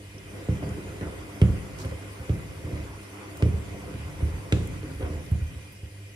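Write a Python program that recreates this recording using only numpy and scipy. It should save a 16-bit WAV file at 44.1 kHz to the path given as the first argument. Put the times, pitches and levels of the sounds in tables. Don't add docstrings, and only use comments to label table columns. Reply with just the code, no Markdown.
import sys
import numpy as np
from scipy import signal
from scipy.fft import rfft, irfft, next_fast_len
from scipy.io import wavfile
from scipy.ndimage import uniform_filter1d, map_coordinates

SR = 44100
rng = np.random.default_rng(int(sys.argv[2]) if len(sys.argv) > 2 else 0)


def persist_wave(psi):
    counts = np.round(np.clip(psi, -1, 1) * 32767).astype(np.int16)
    wavfile.write(sys.argv[1], SR, np.atleast_2d(counts).T)


N = 271215

# [t/s, level/dB, hardness (level of the upper modes)/dB, sole slap/dB,
# lean of the boom toward its higher modes/(dB per octave)]
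LANDINGS = [(0.142, -41, 12.5, -19, 5), (0.3328, -40, -2, -9, 14), (0.4868, -12.5, -7.5, -32, 6),
            (.522, -26.5, -1, -30, 0), (0.627, -23.5, -5, -26, 0), (0.646, -31.5, 2, -20, 6),
            (0.659, -35.5, -16, -24, 23), (0.6803, -27, -9, -19, 7), (0.705, -31, -12, -25, 3),
            (0.726, -33, -12, -25, 5), (0.746, -33, -9, -24, 6), (0.768, -37.5, 13.5, -22, 2),
            (0.868, -34.5, 11.5, -21, 2), (0.886, -38, 4, -18, 7), (1.011, -30.5, 10, -3, 10.5),
            (1.022, -30.5, 8, -14, 10.5), (1.045, -28, -23, -24, -7), (1.416, -4.5, -13, -15, 6),
            (1.489, -15.5, -12, -33, -7.5), (1.848, -21, -13.5, -12, 3.5), (1.912, -28, -8, -11, 4),
            (2.1963, -27.5, -22, -15, -1), (2.295, -11, -9, -25, 1.5), (2.329, -21, -26, -30, -7),
            (2.6417, -25, -4, -37, 6), (2.675, -28, 1, -30, 4), (2.697, -33, 7.5, -26, 3),
            (2.7257, -20, -9.5, -30, 2), (2.7922, -25, -18, -19, -3), (2.88, -36, 2, -17, -10),
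            (3.424, -8, -8.5, -13, 2.5), (3.46, -16.5, -4, -23, 0), (3.535, -17.5, -13, -31, -5),
            (3.5878, -32.5, -22, -25, 5), (3.7181, -39.5, 5, -17, 12), (3.9399, -26.5, -5, -11, 4.5),
            (3.9946, -26.5, -12, -18, 2), (4.2227, -13, -17, -31, -4), (4.334, -22.5, -10, -30, -8),
            (4.5237, -8.5, -3.5, -4.5, 3), (4.6107, -18.5, -10, -28, -4), (4.831, -36, 12.5, -5, -11),
            (4.95, -30, -27, -16, -14), (4.998, -37, 12, -8, -2), (5.009, -32.5, 6, -6, -6),
            (5.0265, -22, -3, -16, -8.5), (5.065, -37, 4, -20, 8), (5.102, -21.5, -6, -32, 1.5),
            (5.125, -28.5, -7, -24, -4), (5.1506, -26, -3.5, -23, -4), (5.314, -12, -21, -30, -0.5),
            (5.4127, -21.5, -39, -27, -12), (5.559, -30, -9, -28, 2), (5.8268, -30, -6, -24, -4.5)]
# [f/Hz, relative level/dB, t60/s, polarity at the microphone]
PANEL_MODES = [(40.7, -14.5, 0.2, 1), (51.4, -33.5, 0.41, 1), (75.4, 0.5, 0.24, 1), (86.3, -2.5, 0.1, -1),
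               (90.4, 1.5, 0.026, 1), (112.8, -3.5, 0.22, 1), (145.2, -13, 0.28, -1),
               (173.4, -16.5, 0.36, -1), (197.7, -21, 0.54, 1), (258.7, -6, 0.42, 1), (301.9, 1.5, 0.22, 1),
               (313.2, 1, 0.23, 1), (370.6, -2.5, 0.26, 1), (390.8, -6, 0.216, 1), (410.5, 9.5, 0.045, 1),
               (433, 5, 0.083, 1), (508.7, -2, 0.28, 1), (554.2, -10, 0.3, 1), (600, -9, 0.11, 1),
               (698, -15, 0.063, 1), (838, -13, 0.14, 1)]
# [f/Hz, relative level/dB]
SLAP_COLOUR = [(300, 6.5), (700, -22), (1400, 0), (3000, -2), (4000, -12.5), (5200, -16), (9800, -19),
               (15000, -56)]
# [f/Hz, relative level/dB]
SURGE_COLOUR = [(100, -24), (180, 9), (400, 10.5), (800, -8.5), (2000, -11), (5000, -40), (9000, -63)]
CREST_S = .0055
CONTACT_S, SOFTER = .0007, .5
SLAP_APART, RIPPLE_DB = .7, 1.8


def thuds():
    out, t = np.zeros((2, N + SR)), np.arange(SR // 2) / SR
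    hz, mode_db, t60, polarity = np.transpose(PANEL_MODES)[:, :, None]
    upper = hz > 230
    octaves = np.log2(hz / 95)
    decay = np.sign(polarity) * amp(mode_db - 60 * np.clip(t - CREST_S * ~upper, 0, 1) / t60)
    swell = np.sin(np.pi / 2 * np.clip(t / CREST_S, 0, 1)) ** 1.2
    crest = CREST_S + .0056 + .0027 * octaves
    boom = np.cos(2 * np.pi * hz * (t - crest)) * swell
    spread_db = np.where(upper, 3, 1)
    crack = amp(-60 * t / 0.023)
    thrown = amp(-28.5 - 60 * t / 0.33)
    slap_envelope = (crack + thrown) * np.clip(t * SR / 14, 0, 1)
    surge_envelope = amp(-60 * t / 0.42) * (1 - np.exp(-t / 0.026))
    ripple_knots = np.log(np.geomspace(500, 15000, 16))
    for start_s, db, hard_db, slap_db, lean_db in LANDINGS:
        shared, wave, *own = rng.standard_normal((4, len(t)))
        shared[14] = 6
        slap_noise = shared + SLAP_APART * np.array(own)
        ripple_db = RIPPLE_DB * rng.standard_normal(16)

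        def slap_response(f):
            return amp(along(SLAP_COLOUR, f) + np.interp(np.log(f + 1), ripple_knots, ripple_db))

        contact_s = CONTACT_S * amp(SOFTER * max(-9 - db, 0))
        gain_luck, pitch_luck = rng.standard_normal((2, len(PANEL_MODES), 1))
        detuned_hz = hz * (1 + .012 * pitch_luck)
        knock = np.sin(2 * np.pi * detuned_hz * t) * (1 - np.exp(-t / contact_s))
        excitation_db = np.where(upper, hard_db - 14.5, lean_db * octaves) + spread_db * gain_luck
        ring = amp(excitation_db) * decay * np.where(upper, knock, boom)
        slap = slap_envelope * unit(filtered(slap_noise, slap_response))
        surge = surge_envelope * unit(filtered(wave, lambda f: amp(along(SURGE_COLOUR, f))))
        landing = amp(-4.0) * ring.sum(axis=0) + amp(slap_db - 4.0) * slap + amp(hard_db - 16.5) * surge
        out[:, round(start_s * SR):][:, :len(t)] += amp(db) * landing
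    return out[:, :N]


# [t/s, level/dB]
DRAG_LEVEL = [(0, -53.5), (.3, -48), (.6, -42), (1.15, -41), (1.379, -46.5), (1.65, -41), (2.151, -49),
              (2.55, -41.5), (2.85, -42.5), (3.15, -55), (3.4, -45.5), (3.85, -39.5), (4.3, -39.5),
              (4.48, -43.5), (4.72, -32.5), (4.95, -41), (5.5, -41.5), (5.85, -55), (6.15, -54)]
# [f/Hz, relative level/dB]
RUMBLE_COLOUR = [(15, -52), (30, -8), (50, -0.5), (92, 4), (114, -4), (150, -0.5), (200, -16), (236, -58),
                 (260, -6), (340, -28), (570, -120)]
AFTER_DB, AFTER_GROWS = -19, 0.99
AFTER_RISE_S, AFTER_T60_S = 0.032, 0.54


def load_rumble(jostle):
    drag_db = np.interp(np.arange(N) / SR, *np.transpose(DRAG_LEVEL))
    land_s, land_db = np.transpose(LANDINGS)[:2]
    rolling = swells(land_s, AFTER_DB + AFTER_GROWS * land_db, AFTER_RISE_S, AFTER_T60_S)
    gain = np.sqrt(amp(drag_db) ** 2 + rolling)
    return gain * amp(2.0 * jostle) * rush(RUMBLE_COLOUR, patchy_db=-0.05)


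# [t/s, relative level/dB]
STIRRING_LEVEL = [(0, -5), (.2, -5.5), (.36, 1.5), (1.2, 2.5), (2.0, 2), (2.85, 0.5), (3.1, 0), (3.4, 1.5),
                  (4.4, 1.5), (5.15, 0), (5.5, -3.5), (5.85, -8), (6.15, -8.5)]


def stirring_db():
    return np.interp(np.arange(N) / SR, *np.transpose(STIRRING_LEVEL))


# [t/s, slosh level/dB, wash level/dB]
LOAD_FLOPS = [(.33, -40.5, -67), (.62, -33.5, -44), (1.02, -42, -46), (1.42, -47, -43), (1.83, -41, -55),
              (2.22, -49, -61), (2.65, -38, -49), (2.75, -45, -46), (3.18, -63, -46.5), (3.39, -37, -48),
              (3.72, -40, -68), (3.87, -41.5, -55), (4.2, -38.5, -62), (4.84, -48, -50),
              (4.998, -33.5, -44), (5.09, -45, -59)]
# [f/Hz, relative level/dB]
SLOSH_COLOUR = [(120, -47), (200, 2.5), (237, -12), (301, 4.5), (344, -4.5), (408, 1), (456, -8),
                (515, -0.5), (608, -9.5), (690, -5.5), (750, -16), (980, -64), (1650, -120)]
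FLOP_RISE_S, FLOP_T60_S = 0.0088, 0.6
SLOSH_DB = -47.5


def slosh_and_bumps(jostle, clumps):
    flop_s, flop_db, _ = np.transpose(LOAD_FLOPS)
    flops = clumps * swells(flop_s, flop_db, FLOP_RISE_S, FLOP_T60_S)
    gain = np.sqrt(amp(SLOSH_DB + stirring_db()) ** 2 + flops)
    slosh = amp(0.17 * jostle + 0.96 * wobble(11.0)) * rush(SLOSH_COLOUR, patchy_db=-0.47)
    bumps = drops(per_s=70, hz=404, cycles=6.8, spread_db=5.5, size=2048).mean(axis=0)
    return gain * (slosh + amp(-12) * bumps)


# [f/Hz, relative level/dB]
WASH_COLOUR = [(440, -50), (750, -1), (1000, 3.5), (1280, -0.5), (1460, 1.5), (1730, -5), (2030, 2),
               (2440, -6.5), (3600, -15.5), (4680, -61), (7920, -120)]
WASH_DB, WASH_FOLLOWS = -52.5, 1.24


def wash_through_load(clumps):
    flop_s, _, flop_db = np.transpose(LOAD_FLOPS)
    flops = clumps * swells(flop_s, flop_db, FLOP_RISE_S, FLOP_T60_S)
    gain = np.sqrt(amp(WASH_DB + WASH_FOLLOWS * stirring_db()) ** 2 + flops)
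    droplets = drops(per_s=300, hz=1360, cycles=3.6, spread_db=1.0, size=256)
    return gain * (rush(WASH_COLOUR, patchy_db=2.0) + amp(-11) * droplets)


# [f/Hz, relative level/dB]
JET_COLOUR = [(410, -46), (700, -38), (1330, -19), (1700, -2.5), (1810, -8), (2260, -5.5), (2450, -3),
              (4290, -11.5), (4640, -8.5), (6100, -10), (11300, -11.5), (15000, -25.5), (15800, -41)]
JET_DB, JET_FOLLOWS = -53, 0.41


def water_jet():
    droplets = drops(per_s=1200, hz=4130, cycles=6.1, spread_db=11.0, size=256)
    jet = rush(JET_COLOUR, patchy_db=2.08) + amp(-27.5) * droplets
    return amp(JET_DB + JET_FOLLOWS * stirring_db() + 0.15 * wobble(15)) * jet


# [t/s, level/dB, centre f/Hz, spread as log ratio, t60/s]
SPLASH_BURSTS = [(0.181, -44, 5600, 0.13, 0.028), (0.689, -43, 6800, 0.37, .03), (.63, -51, 1500, .6, .25),
                 (1.01, -39, 1590, 0.4, 0.11), (1.776, -47, 6000, 0.64, 0.53), (1.7858, -40, 5000, .6, .03),
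                 (1.797, -41, 5250, 0.63, 0.078), (1.8126, -40.5, 3970, 0.88, 0.07),
                 (1.825, -43, 5000, 0.48, 0.027), (1.8497, -46, 9500, .2, .04),
                 (2.1211, -47, 12000, 0.24, 0.023), (2.131, -48, 9500, .1, .04),
                 (2.1994, -53, 14000, .2, .03), (2.3381, -49, 10300, .15, .03), (2.837, -50, 3370, .5, .04),
                 (3.0294, -49, 12000, 0.43, 0.026), (3.37, -39, 9000, 1.1, .03),
                 (4.525, -45.5, 3000, 0.76, 0.48), (4.6718, -39, 8950, 0.48, 0.028),
                 (4.999, -47, 1590, .6, 0.18), (5.1, -51, 1300, .6, 0.16), (5.2629, -46, 5000, 0.35, 0.022),
                 (5.3128, -45, 10200, 0.42, 0.032), (5.7194, -47, 11300, 0.33, 0.076)]
SPLASH_RISE = .04


def splashes():
    out, t = np.zeros((2, N + SR)), np.arange(SR // 4) / SR
    for start_s, db, hz, spread, t60 in SPLASH_BURSTS:
        band = lambda f: np.exp(-(np.log((f + 1) / hz) / spread) ** 2)
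        spray = unit(filtered(rng.standard_normal((2, len(t))), band))
        envelope = amp(db - 60 * t / t60) * (1 - np.exp(-t / (SPLASH_RISE * t60)))
        out[:, round(start_s * SR):][:, :len(t)] += envelope * spray
    return out[:, :N]


SQUEAK_S, SQUEAK_LONG_S, SQUEAK_DB = 0.55, 0.012, -56
SQUEAK_FROM_HZ, SQUEAK_TO_HZ = 12000, 9200


def squeak():
    out, t = np.zeros((2, N)), np.arange(SR // 4) / SR
    u = np.clip(t / SQUEAK_LONG_S, 0, 1)
    turns = np.cumsum(SQUEAK_FROM_HZ + (SQUEAK_TO_HZ - SQUEAK_FROM_HZ) * u) / SR
    envelope = np.sqrt(np.abs(np.sin(np.pi * u))) * (u < 1)
    roughness = 4.1 * uniform_filter1d(rng.standard_normal((2, len(t))), size=24)
    chirp = envelope * np.sin(2 * np.pi * turns) * roughness
    out[:, round(SQUEAK_S * SR):][:, :len(t)] += amp(SQUEAK_DB) * chirp
    return out


# [f/Hz, mean level before the port balance/dB]
HUM_PARTIALS = [(100.1, -47.5), (200.2, -64.5), (300.3, -61.5), (500.5, -77)]
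# [f/Hz, width/Hz, relative level/dB]
WHIRR_MODES = [(1951, 11, -66), (2114, 38, -64), (2580, 50, -69), (2401, 19, -64), (2486, 28, -66),
               (2540, 17, -91), (2893, 17, -68), (3082, 59, -70), (4160, 46, -98)]


def pump():
    t = np.arange(N) / SR
    hum = np.zeros(N)
    for hz, db in HUM_PARTIALS:
        phase = 2 * np.pi * hz * t + 0.0018 * hz * wobble(4.12)
        hum += np.sqrt(2) * amp(db + 2.0 * wobble(6.8)) * np.sin(phase)

    def housing(f):
        return sum(amp(db) * np.sqrt(w * SR / np.pi) / (w + 2j * (f - c)) for c, w, db in WHIRR_MODES)

    whirr = filtered(rng.standard_normal((2, N)), housing)
    return hum + amp(1.8 * wobble(6.9)) * whirr


# [f/Hz, relative level/dB]
DRIVE_COLOUR = [(7000, -18), (8800, -5), (9600, 10), (10400, -5), (12000, -46)]


def drive_hiss():
    return amp(-66 + 1.5 * wobble(11.0)) * rush(DRIVE_COLOUR, patchy_db=3.0)


# [f/Hz, t60/s]
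ROOM_DECAY = [(60, 0.64), (300, 1), (2000, 0.25), (10000, 1)]


def room(x):
    hz, t, z = signal.stft(rng.standard_normal((2, SR // 2)), SR, nperseg=256)
    tail = signal.istft(z * amp(-60 * t / along(ROOM_DECAY, hz)[:, None]), SR, nperseg=256)[1]
    tail = filtered(tail, lambda f: f ** 2 / (f ** 2 + 250 ** 2))
    delayed = np.pad(x, (300, 0))[None]
    return signal.fftconvolve(delayed, tail / np.linalg.norm(tail[0]), axes=1)[:, :N]


# [f/Hz, coherence]
PORT_LIKENESS = [(60, .99), (130, .92), (290, .84), (640, .3), (1400, .08), (2600, .3), (7000, .2),
                 (15000, .2)]


def rush(spectrum, patchy_db):
    z = signal.stft(rng.standard_normal((2, N)), nperseg=512)[2]
    field = uniform_filter1d(rng.standard_normal(z.shape[1:]), size=6, axis=0)
    field = uniform_filter1d(field, size=8, axis=1)
    pair = signal.istft(z * amp(patchy_db * unit(field)), nperseg=512)[1][:, :N]

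    def mid_side(hz):
        angle = np.arccos(np.clip(along(PORT_LIKENESS, hz), -1, 1)) / 2
        return amp(along(spectrum, hz)) * [np.cos(angle), np.sin(angle)]

    mid, side = filtered(pair, mid_side)
    return unit(np.array([mid + side, mid - side]))


def drops(per_s, hz, cycles, spread_db, size):
    when, pitch, weight, side = rng.random((int(per_s * N / SR), 4)).T[:, :, None]
    k = np.arange(size)
    f = hz * 4 ** (pitch - .5)
    level = amp(-spread_db * np.log(np.clip(weight, .01, 1)))
    grain = level * np.sin(2 * np.pi * f * k / SR) * np.exp(-k * f / SR / cycles)
    at = ((when * N).astype(int) + k).ravel()
    ports = [np.bincount(at, (grain * np.sqrt(g)).ravel(), N)[:N] for g in (side, 1 - side)]
    return unit(np.array(ports))


def swells(times, db, rise_s, t60_s):
    t = np.clip(np.arange(N) / SR - np.asarray(times)[:, None], 0, None)
    envelopes = amp(np.asarray(db)[:, None] - 60 * t / t60_s) * (1 - np.exp(-t / rise_s))
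    return np.sum(envelopes ** 2, axis=0)


def wobble(rate):
    return map_coordinates(rng.standard_normal(int(N * rate / SR) + 4), [np.arange(N) * rate / SR])


def filtered(x, response):
    m = next_fast_len(x.shape[-1] + 8192)
    return irfft(rfft(x, m) * response(np.fft.rfftfreq(m, 1 / SR)), m)[..., :x.shape[-1]]


def along(points, hz):
    f, v = np.transpose(points)
    return np.interp(np.log(hz + 1), np.log(f + 1), v)


def amp(db):
    return 10 ** (np.asarray(db) / 20)


def unit(x):
    return x / np.sqrt(np.mean(x ** 2) + 1e-20)


LAG_S = 9.5 / 44100
DOOR_HZ, BASS_LAG = 800, .6


def scene():
    jostle = wobble(27)
    clumps = unit(amp(2.9 * wobble(40))) ** 2
    hits = thuds()
    balanced = (hits + pump()) * amp([[-.6], [.6]])
    load = load_rumble(jostle) + slosh_and_bumps(jostle, clumps) + wash_through_load(clumps)
    near = balanced + amp(-6.0) * room(hits.mean(axis=0)) + load
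    near = near + water_jet() + splashes() + squeak() + drive_hiss()

    def port_lag(hz):
        share = 1 - (1 - BASS_LAG) / (1 + (hz / DOOR_HZ) ** 4)
        return np.exp(-1j * np.pi * hz * LAG_S * share * np.array([[1], [-1]]))

    return filtered(near, port_lag)


def record(dry):
    lean = signal.sosfilt(signal.butter(4, 47, "highpass", fs=SR, output="sos"), dry)
    return filtered(lean, lambda hz: hz < 15760)


dry = scene()
out = record(dry)
persist_wave(out)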